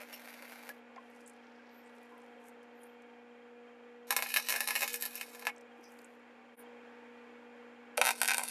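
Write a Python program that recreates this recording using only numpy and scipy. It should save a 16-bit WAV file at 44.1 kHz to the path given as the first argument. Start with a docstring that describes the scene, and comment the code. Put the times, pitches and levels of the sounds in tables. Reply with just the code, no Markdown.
"""A small garage: wire-fed arc welding at a vice, three short welds heard from a few metres.
Short circuits are clicks over random sputter, answered by filter resonances and decaying echoes.
The welder's transformer is a hum of wavering sines; its fan is coloured noise with narrow lines.
Sleeves and helmet rustle and tick as shaped noise bursts; the level dips briefly once."""
import sys
import numpy as np
from scipy import signal
from scipy.fft import rfft, irfft
from scipy.io import wavfile
from scipy.ndimage import uniform_filter1d

SR = 44100
rng = np.random.default_rng(int(sys.argv[2]) if len(sys.argv) > 2 else 0)


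def to_wav(s):
    """Save 16-bit WAV."""
    ch = np.atleast_2d(s).T  # columns
    pcm = np.round(np.clip(ch, -1, 1) * 32767)  # PCM
    wavfile.write(sys.argv[1], SR, pcm.astype(np.int16))


def boost(x):
    """Linear amplitude factor 10**(x/20) for a level x in decibels (scalar or array-like)."""
    u = np.asarray(x, float) / 20
    return 10 ** u


N = 374850
T = np.arange(N) / SR
MAINS_HZ = 60


def curve(table):
    """Interpolates the columns of a (time_s, value, ..) table at every sample."""
    time_s, *columns = np.transpose(table)
    return [np.interp(T, time_s, column) for column in columns]


def unit(x):
    """Scales to rms 1."""
    return x / np.sqrt(np.mean(x ** 2) + 1e-30)


def band(x, lo_hz, hi_hz, order=2):
    """Butterworth band-pass, its edges held inside the audible range."""
    limits_hz = np.clip([lo_hz, hi_hz], [20, 30], [.44 * SR, .45 * SR])
    return signal.sosfilt(signal.butter(order, limits_hz, "band", fs=SR, output="sos"), x)


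def colour(x, points, peaks=(), lift_db=0, size=4096):
    """Minimum-phase filter from (Hz, dB) points; each resonance rises by the lift plus a share of its dB."""
    hz = np.maximum(np.fft.rfftfreq(size, 1 / SR), 1)
    points_hz, points_db = np.array(points)[:, 0], np.array(points)[:, 1]
    db = np.interp(np.log(hz), np.log(points_hz), points_db)
    for pitch_hz, width_hz, peak_db in peaks:
        rise_db = max(lift_db + 0.44 * peak_db, 0)
        db = db + rise_db / (1 + ((hz - pitch_hz) / width_hz) ** 2)
    # folding the cepstrum makes the response causal
    cepstrum = irfft(np.log(boost(db)))
    cepstrum[1:size // 2] *= 2
    cepstrum[size // 2 + 1:] = 0
    impulse = irfft(np.exp(rfft(cepstrum)))
    return signal.fftconvolve(x, impulse)[:len(x)]


def walk(rate):
    """Random levels held 1 / rate s and slewed twice; spread near 1."""
    hold = int(SR / rate)
    steps = np.repeat(rng.standard_normal(N // hold + 1), hold)
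    return 1.3 * uniform_filter1d(uniform_filter1d(steps, hold), hold)[:N]


def sputter_grains(sputter_db, start_s, end_s):
    """Fine sputter: random grains over a plasma hiss, both swung by the rectified mains current."""
    grains_per_s, spread_db, hiss_db = 500, 6, -6.5
    depth = .8  # 0-1
    ripple = (1 + depth * np.cos(2 * np.pi * 4 * MAINS_HZ * T)) ** 2 / (1 + depth ** 2 / 2)
    struck = rng.random(N) < ripple * grains_per_s / SR
    grains = unit(struck * boost(spread_db * np.minimum(rng.exponential(size=N), 3)))
    grains += boost(hiss_db) * ripple * rng.standard_normal(N)
    return grains * boost(sputter_db + 0.8 * walk(30)) * (T > start_s) * (T < end_s)


def weld(sputter, arc, ring, space):
    """Short circuits snap the air; many small ones fill the gaps; metal and walls answer each."""
    # loud pops, levels before band offsets: start_s, lows_db, treble_db
    pops = [(.0083, -39, -47), (0.0182, -40, -34), (0.034, -41, -41), (0.129, -41, -30), (0.142, -54, -28),
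            (0.1625, -43, -40), (.2035, -54, -39), (.257, -46, -37), (0.2756, -38.5, -40), (.424, -41, -34),
            (0.5218, -41.5, -36.5), (.629, -56, -38), (.692, -36, -26.5), (4.1068, -19, -9),
            (4.125, -24.5, -17.5), (4.1653, -19, -6.5), (4.1906, -23.5, -44.5), (4.224, -19.5, -16),
            (4.262, -26, -47), (4.3038, -32, -24), (4.341, -21.5, -11), (4.3622, -14.5, -14.5),
            (4.3703, -16, -11), (4.3992, -27.5, -26), (4.487, -23.5, -12), (4.496, -25, -13),
            (4.504, -21.5, -12), (4.5244, -19.5, -15), (4.5405, -22.5, -25), (4.5535, -23, -28),
            (4.5618, -23, -17), (4.6059, -23, -12), (4.675, -26, -13), (4.687, -22.5, -17),
            (4.7072, -20, -17), (4.754, -21, -16), (4.7612, -20.5, -16.5), (4.808, -28, -15.5),
            (4.8203, -22, -17), (4.828, -23, -17), (4.8329, -21, -16.5), (4.878, -26.5, -16.5),
            (4.932, -45, -20), (4.942, -27.5, -15), (4.9582, -56, -20), (5.01, -68, -20.5),
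            (5.0237, -32.5, -13), (5.0536, -33, -15.5), (5.061, -34, -18.5), (5.1545, -51, -19.5),
            (5.212, -26.5, -21), (5.3487, -42, -34), (5.395, -45, -30.5), (5.4243, -36.5, -37),
            (5.4529, -32, -30), (5.4695, -14, -22), (7.974, -38, -20), (7.9777, -19, -16),
            (8.015, -9.5, -9.5), (8.0397, -26, -25), (8.045, -28, -19), (8.0526, -19.5, -12),
            (8.0616, -23, -11), (8.0695, -16, -11), (8.0773, -18, -15), (8.0863, -25, -16),
            (8.0908, -14.5, -13), (8.107, -20, -14.5), (8.1112, -29, -18), (8.1162, -33, -21),
            (8.1597, -56, -32), (8.176, -59, -37), (8.2162, -16.5, -9), (8.2323, -21.5, -13.5),
            (8.2467, -22.5, -21), (8.257, -24, -19), (8.2779, -23, -9.5), (8.286, -14.5, -12),
            (8.295, -18, -17), (8.3073, -15.5, -14.5), (8.3158, -17, -17), (8.3198, -24, -24),
            (8.336, -24.5, -17), (8.3452, -21, -14), (8.3706, -36, -21), (8.382, -24.5, -11.5),
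            (8.3944, -25, -30), (8.4149, -32, -38), (8.4365, -39, -17), (8.486, -41, -20)]
    # bass of the arc under its lows: time_s, level_db
    bass = [(0, -5.5), (.7, -1.5), (4.1, -4.5), (4.25, -12), (4.37, -13), (4.5, -11.5), (4.6, -6),
            (4.76, -13.5), (4.83, -6.5), (4.9, -18), (5.05, -10.5), (5.21, -14), (5.4, -1), (5.47, -12.5),
            (7.97, -7), (8.1, -8.5), (8.22, -7.5), (8.29, -18.5), (8.33, -11), (8.4, -3.5), (8.43, 2.5),
            (8.5, -15)]
    # limits of bass, lows, middle and treble: edge_hz
    edges_hz = (200, 1180, 3300, 7800, 17000)
    bench_db, bench_t60_s, wall_db, sputter_low_db, lift_db, small_db, snap_db = space
    start_s, end_s = sputter[0][0], sputter[-1][0]
    sputter_db = curve(sputter)[0]

    # small pops fall at random
    small_per_s, scatter_db, small_lows_db = 50, 4.5, -12.5
    count = int(small_per_s * (end_s - start_s))
    when_s = rng.uniform(start_s, end_s, count)
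    low, high = rng.standard_normal((count, 2)).T
    peak_db = sputter_db[(when_s * SR).astype(int)] + small_db
    small = np.transpose([when_s, peak_db + small_lows_db + scatter_db * low, peak_db + scatter_db * high])
    loud = [row for row in pops if start_s <= row[0] < end_s]
    pop_s, low_db, treble_db = np.transpose(loud + list(small))
    at = (pop_s * SR).astype(int)

    grains = sputter_grains(sputter_db, start_s, end_s)
    probe = colour(np.eye(1, 2048, 99)[0], arc, ring, lift_db)  # one click, to scale each band's peak
    # small sparks are thin and bright, so the middle lies between lows and treble
    middle_db = 0.32 * low_db + 0.63 * treble_db - 4.0
    bass_db = curve(bass)[0]
    pop_db = (low_db + bass_db[at], low_db - 3.0, middle_db, treble_db)
    fine_db = (sputter_low_db + bass_db, sputter_low_db - 2, 0.36 * sputter_low_db + 0.5, 0)
    holds = (1.83, 1.34, 0.91, 0.67)  # walls keep the lows longer than the treble
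    wall_base_t60_s, gate_s = 0.2, 0.031
    back_wall_s, back_wall_db = 0.003803, -12.5  # one strong reflection, bass and lows only
    out = 0
    for db, fine, lo_hz, hi_hz, hold in zip(pop_db, fine_db, edges_hz, edges_hz[1:], holds):
        direct_db = snap_db if lo_hz > edges_hz[1] else 0
        clicks = boost(fine) * grains
        clicks[at] += boost(db)
        back_wall = boost(back_wall_db) * np.roll(clicks, int(back_wall_s * SR))
        answer = (hi_hz <= edges_hz[2]) * back_wall
        quick = bench(clicks, bench_db, bench_t60_s * hold)
        answer += quick + echoes(clicks, wall_db, wall_base_t60_s * hold, gate_s)
        # forwards and backwards, so that the bands add up to one sharp snap
        split = signal.butter(2, [lo_hz, hi_hz], "band", fs=SR, output="sos")
        probe_peak = np.abs(signal.sosfiltfilt(split, probe)).max()
        out = out + signal.sosfiltfilt(split, boost(direct_db) * clicks + answer) / probe_peak
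    return colour(out, arc, ring, lift_db)


def bench(clicks, db, t60_s, gap_s=0.00082):
    """Quick reflections off vice, bench top and torch; their pattern drifts between two as the arc wanders."""
    t, turn = T[:4096], 1.2 * walk(14)
    patterns = rng.standard_normal((2, len(t))) * 1000. ** (-t / t60_s) * (t > gap_s)
    shares = np.cos(turn), np.sin(turn)
    return boost(db) * sum(signal.fftconvolve(clicks * share, p)[:N] for share, p in zip(shares, patterns))


def echoes(clicks, db, t60_s, gate_s, gap_s=0.00034):
    """Dense decaying wall echoes as noise, each tail cut off after gate_s as by a noise gate."""
    keep, end = 10 ** (-6 / (t60_s * SR)), int(gate_s * SR)
    power = signal.lfilter([1], [1, -keep], np.roll(clicks ** 2, int(gap_s * SR)))
    power -= keep ** end * uniform_filter1d(np.roll(power, end), end // 3)
    return boost(db) * np.sqrt(np.maximum(power, 0)) * rng.standard_normal(N)


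def shifting(x, depth_db, rate, count=30):
    """The arc wanders along the joint, so each band of its colour rises and sinks on its own."""
    # overlapping bands, evenly spaced in log frequency from 400 Hz to 16 kHz
    hz = np.maximum(np.fft.rfftfreq(N, 1 / SR), 1)
    place = np.clip(np.log(hz / 400) / np.log(40) * (count - 1), 0, count - 1)
    spectrum = rfft(x)
    return sum(boost(depth_db * walk(rate)) * irfft(spectrum * np.maximum(1 - np.abs(place - k), 0), N)
               for k in range(count))


def handling():
    """Ticks and ringing metal start at once and die; rustles swell and fade, grainy."""
    # helmet, gloves, torch, metal as an arc strikes or dies: start_s, peak_db, pitch_hz, width_hz, t60_s
    ticks = [(.13, -46.5, 5490, 280, 0.16), (0.131, -44.5, 2800, 280, 0.11), (5.025, -38, 1770, 120, 0.14),
             (0.961, -50, 3030, 4400, 0.02), (.961, -45.5, 760, 200, 0.12), (.962, -49.5, 2050, 400, .03),
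             (.978, -47, 1750, 900, 0.017), (1.59, -57, 1570, 50, 0.087), (2.11, -53.5, 1010, 70, 0.34),
             (0.976, -44, 1045, 60, 0.046), (1.101, -62, 12000, 4000, 0.015),
             (1.206, -61, 8500, 4000, .015), (1.261, -49, 8250, 2000, 0.094),
             (1.276, -43.5, 9200, 4500, 0.041), (1.2965, -46, 8900, 3980, 0.022),
             (1.334, -63, 8400, 5000, 0.03), (2.0305, -57, 10700, 7000, .015),
             (2.178, -59, 11100, 6000, 0.024), (2.218, -59, 7200, 4000, 0.014),
             (2.484, -51, 10500, 6000, 0.02), (2.63, -62, 8000, 7000, 0.044),
             (2.833, -52.5, 9000, 5000, 0.033), (3.021, -60, 8000, 6000, 0.02),
             (5.563, -50, 7000, 3000, .012), (5.581, -51, 7200, 3500, .012), (5.61, -53, 8000, 8000, 0.021),
             (5.789, -52.5, 353, 120, 0.034), (5.9897, -54, 4600, 1200, 0.018),
             (6.045, -44.5, 8300, 2600, 0.026), (7.978, -25, 542, 128, 0.23),
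             (0.695, -42.5, 1690, 60, 0.058)]
    # cloth and short hisses, level before graining and fades: middle_s, length_s, level_db, pitch_hz, width_hz
    rustles = [(0.143, 0.021, -54, 12300, 2000), (1.62, 1, -80.5, 4460, 2500),
               (1.19, 0.27, -79, 8100, 7060), (1.775, 0.079, -74, 13000, 1300),
               (1.865, 0.038, -77, 7900, 1944), (1.962, 0.023, -76, 8981, 7100),
               (2.09, 0.5, -84, 9167, 6631), (2.47, 0.074, -75, 9074, 6480),
               (2.838, 0.048, -72.5, 9800, 1728), (2.845, 0.12, -79, 12800, 1200),
               (5.866, 0.045, -66, 5030, 500), (5.866, 0.048, -69, 5900, 500),
               (5.95, 0.24, -74.5, 9600, 8000), (4.8, 0.054, -67, 8200, 3780),
               (6.593, 0.047, -61.5, 9980, 1800), (6.593, 0.042, -61.5, 12700, 1900)]
    out = np.zeros(N)
    for start_s, db, pitch_hz, width_hz, t60_s in ticks:
        i, t = int(start_s * SR), T[:8000]
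        burst = rng.standard_normal(len(t)) * 1000. ** (-t / t60_s)
        order = 2 if width_hz < 300 else 3  # narrow ones speak sooner
        tick = band(burst, pitch_hz - width_hz / 2, pitch_hz + width_hz / 2, order=order)
        out[i:i + len(t)] += boost(db) * tick / np.abs(tick).max()
    grain = boost(3 * walk(500) + 1.3 * walk(60))
    snags = (rng.random(N) < 70 / SR) * rng.exponential(size=N)  # fibres catch and let go
    grain *= 1 + 1.6 * signal.lfilter([1], [1, -np.exp(-1 / (.0015 * SR))], snags)
    for middle_s, length_s, db, pitch_hz, width_hz in rustles:
        part = slice(int((middle_s - 1.5 * length_s) * SR), int((middle_s + 1.5 * length_s) * SR))
        hiss = rng.standard_normal(N)[part]
        noise = unit(band(hiss, pitch_hz - width_hz / 2, pitch_hz + width_hz / 2, order=3))
        envelope = np.exp(-((T[part] - middle_s) / (0.6 * length_s)) ** 2)
        out[part] += boost(db) * noise * grain[part] * envelope
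    return out


def transformer():
    """Iron buzzes at 4, 8 and 12 times the mains, each line wavering in level."""
    # lowest line, stepping up at 6.56 s: time_s, 240_hz_db
    fundamental = [(0, -61), (6.56, -63), (6.57, -60.5), (8.5, -59.5)]
    # overtones, changing with the arc's load and stepping at 6.56 s: time_s, 480_hz_db, 720_hz_db
    overtones = [(0, -66, -95), (.8, -63.5, -72.5), (1.6, -64.5, -74.5), (2.4, -60.5, -68),
                 (4.1, -57.5, -72), (4.2, -64, -79), (4.89, -62, -79), (4.94, -49, -77), (5.05, -64.5, -74),
                 (5.5, -58.5, -67.5), (6.55, -69.5, -81), (6.57, -57, -80.5), (8.5, -62, -77)]
    hum_db = curve(fundamental) + curve(overtones)
    wobble_db = (.08, 1.2, 1.8)
    hum = 0
    for k, db, wobble in zip(range(4, 13, 4), hum_db, wobble_db):
        level = np.sqrt(2) * boost(db + wobble * walk(12))
        hum = hum + level * np.sin(2 * np.pi * k * MAINS_HZ * T + rng.uniform(0, 2 * np.pi))
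    return hum


def fan():
    """Blade turbulence is coloured noise; shaft and motor sing as sines and narrow noise."""
    # wavering motor lines, before the fan level: pitch_hz, level_db, width_hz
    motor_lines = [(303.7, -80, 6.9), (447, -74, 3), (531, -75.5, 4.4), (557.4, -76.5, 4.3), (779, -77, 3),
                   (830, -77, 3), (890, -83.5, 2.7), (912, -75.5, 4.2), (1180, -80, 3), (1677, -77, 12.55),
                   (1948, -77.5, 2.6), (2226, -76.5, 6.7), (2240, -81.5, 7.8), (2420, -76, 8.7),
                   (7060, -91.5, 250)]
    # shaft tones, before the fan level: pitch_hz, level_db
    shaft = [(115.05, -89), (296.3, -76)]
    # faint fluttering tone: pitch_hz, width_hz, beats_per_s
    chirp_hz, chirp_width_hz, chirp_rate = (3170, 45, 24)
    # its level before flutter and fan level: time_s, level_db
    chirp_level = [(2.4, -82), (2.75, -80), (4.2, -81), (5.5, -80), (6.6, -83)]
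    # colour of the air noise: pitch_hz, relative_db
    air_colour = [(18, -60), (30, -40), (59, -43.5), (100, -47), (181, -33.5), (206, -17.5), (235, -15),
                  (383, -16), (482, -7.5), (656, -15.5), (728, -10.5), (1270, -17), (1400, -13),
                  (1700, -14.5), (2080, -17.5), (2750, -19.5), (3000, -25.5), (3250, -25.5), (3770, -31.5),
                  (14000, -54.5)]
    # fan level, drifts slowly, then steps up at 6.56 s: time_s, gain_db
    fan_level = [(0, 0), (2.4, 0.5), (4.1, -1.5), (5.5, 1), (6.55, 0), (6.57, 2.5), (8.5, 1.5)]
    air_db = -64.5  # 1046-2730 Hz rms, before flutter and fan level

    lines = sum(boost(db) * unit(band(rng.standard_normal(N), f - w / 2, f + w / 2, order=1))
                for f, db, w in motor_lines)
    lines = lines + sum(np.sqrt(2) * boost(db) * np.sin(2 * np.pi * f * T) for f, db in shaft)
    flutter = (1 + np.sin(2 * np.pi * chirp_rate * T + 2 * walk(8))) ** 2 / 2
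    chirp = band(rng.standard_normal(N), chirp_hz - chirp_width_hz / 2, chirp_hz + chirp_width_hz / 2)
    lines = lines + boost(curve(chirp_level)[0]) * flutter * unit(chirp)
    air = colour(rng.standard_normal(N), air_colour)
    air = air / np.std(band(air, 1046, 2730)) * boost(0.39 * walk(15))  # turbulence flutters
    return boost(curve(fan_level)[0]) * (lines + boost(air_db) * air)


def scene():
    """Three welds, the first the steadiest, over the idling machine and the handling."""
    # fine sputter between pops, one curve a weld: time_s, level_db
    sputter = [
        [(0, -71.5), (.35, -69), (.69, -70.5), (.8, -92)],
        [(4.07, -65.5), (4.25, -56), (4.4, -57.5), (4.83, -52.5), (4.96, -57.5), (4.99, -63), (5.035, -52.5),
         (5.1, -63), (5.15, -59.5), (5.23, -65.5), (5.26, -71), (5.45, -66.5), (5.6, -104)],
        [(7.97, -71), (8.1, -57), (8.15, -63), (8.21, -59.5), (8.42, -55), (8.5, -57.5)],
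    ]
    # colour of each weld as it reaches the microphone: pitch_hz, level_db
    arc = [
        [(350, -17), (600, 4.5), (1170, -0.5), (2270, 14), (3390, -10.5), (5550, -16.5), (7750, -18.5),
         (12500, -10), (14500, -17)],
        [(70, -63.5), (260, -32.5), (460, -18), (793, -9.5), (1050, -12), (1350, -5.5), (1480, -14.5),
         (1710, 1), (1900, -4), (2570, -1), (3050, 1), (3300, -14), (3600, -3.5), (4040, -8), (7990, -8.5),
         (9500, -7), (13000, -8), (14500, -14)],
        [(70, -58), (260, -38), (450, -20.5), (800, -2), (944, 2), (1140, -14.5), (1330, -2), (1590, -3.5),
         (1780, -6.5), (2460, 4), (3300, -9.5), (3700, -9), (7500, -11.5), (9000, -5), (12600, -12),
         (14300, -29)],
    ]
    # resonances of vice, bench and work in each position: pitch_hz, half_width_hz, peak_db (before share and lift)
    ring = [
        [(1430, 160, 13), (12300, 600, -1)],
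        [(832, 20.7, 2), (1023, 38.7, 4), (1690, 170, 2.5), (2200, 32, 12.5), (2500, 66, 10.5),
         (4010, 100, 2.5), (5510, 140, -4), (11370, 88, -2), (12400, 45, -6.5), (12880, 70, -3)],
        [(534, 16, -8), (1310, 26, -4), (1533, 87, 8.5), (1880, 57, 0), (2080, 71, -6), (2500, 130, -10),
         (3210, 23, 5), (3680, 50, 12), (4640, 130, -3), (5750, 170, -2)],
    ]
    # shading by where the welder stands: bench_db, bench_t60_s (before band factor), wall_db, sputter_lows_db,
    # ring_lift_db, small_pops_over_sputter_db, snap_db (treble left unhidden by torch and hands)
    space = [(-26.5, 0.041, -34.5, -5, 1, 22.5, -4), (-26, 0.061, -32, -12.5, 7, 20, -4.5),
             (-25.5, 0.03, -34.5, -11.5, 5.5, 19, -1.5)]
    arcs = sum(weld(*parts) for parts in zip(sputter, arc, ring, space))
    depth_db = np.where(T < sputter[1][0][0], .8, 2.2)
    return (shifting(arcs, depth_db=depth_db, rate=22) + handling() + transformer() + fan())[None]


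def roll_off(x):
    """The treble ends steeply here."""
    return signal.sosfilt(signal.butter(12, 15540, fs=SR, output="sos"), x)


def record(dry):
    """The microphone rounds the sharpest snaps; the level dips briefly; the top is cut steeply."""
    ceiling, top_hz = .7, 14300
    dip_s, fade_out_s, fade_in_s = 6.562, 0.025, 0.038
    fade = np.clip(np.maximum((dip_s - T) / fade_out_s, (T - dip_s) / fade_in_s), .03, 1)
    rounded = ceiling * np.tanh(dry / ceiling)
    low_pass = signal.ellip(5, .5, 28, top_hz, fs=SR, output="sos")
    mix = signal.sosfilt(low_pass, rounded * fade)
    return roll_off(mix)


dry = scene()
out = record(dry)
to_wav(out)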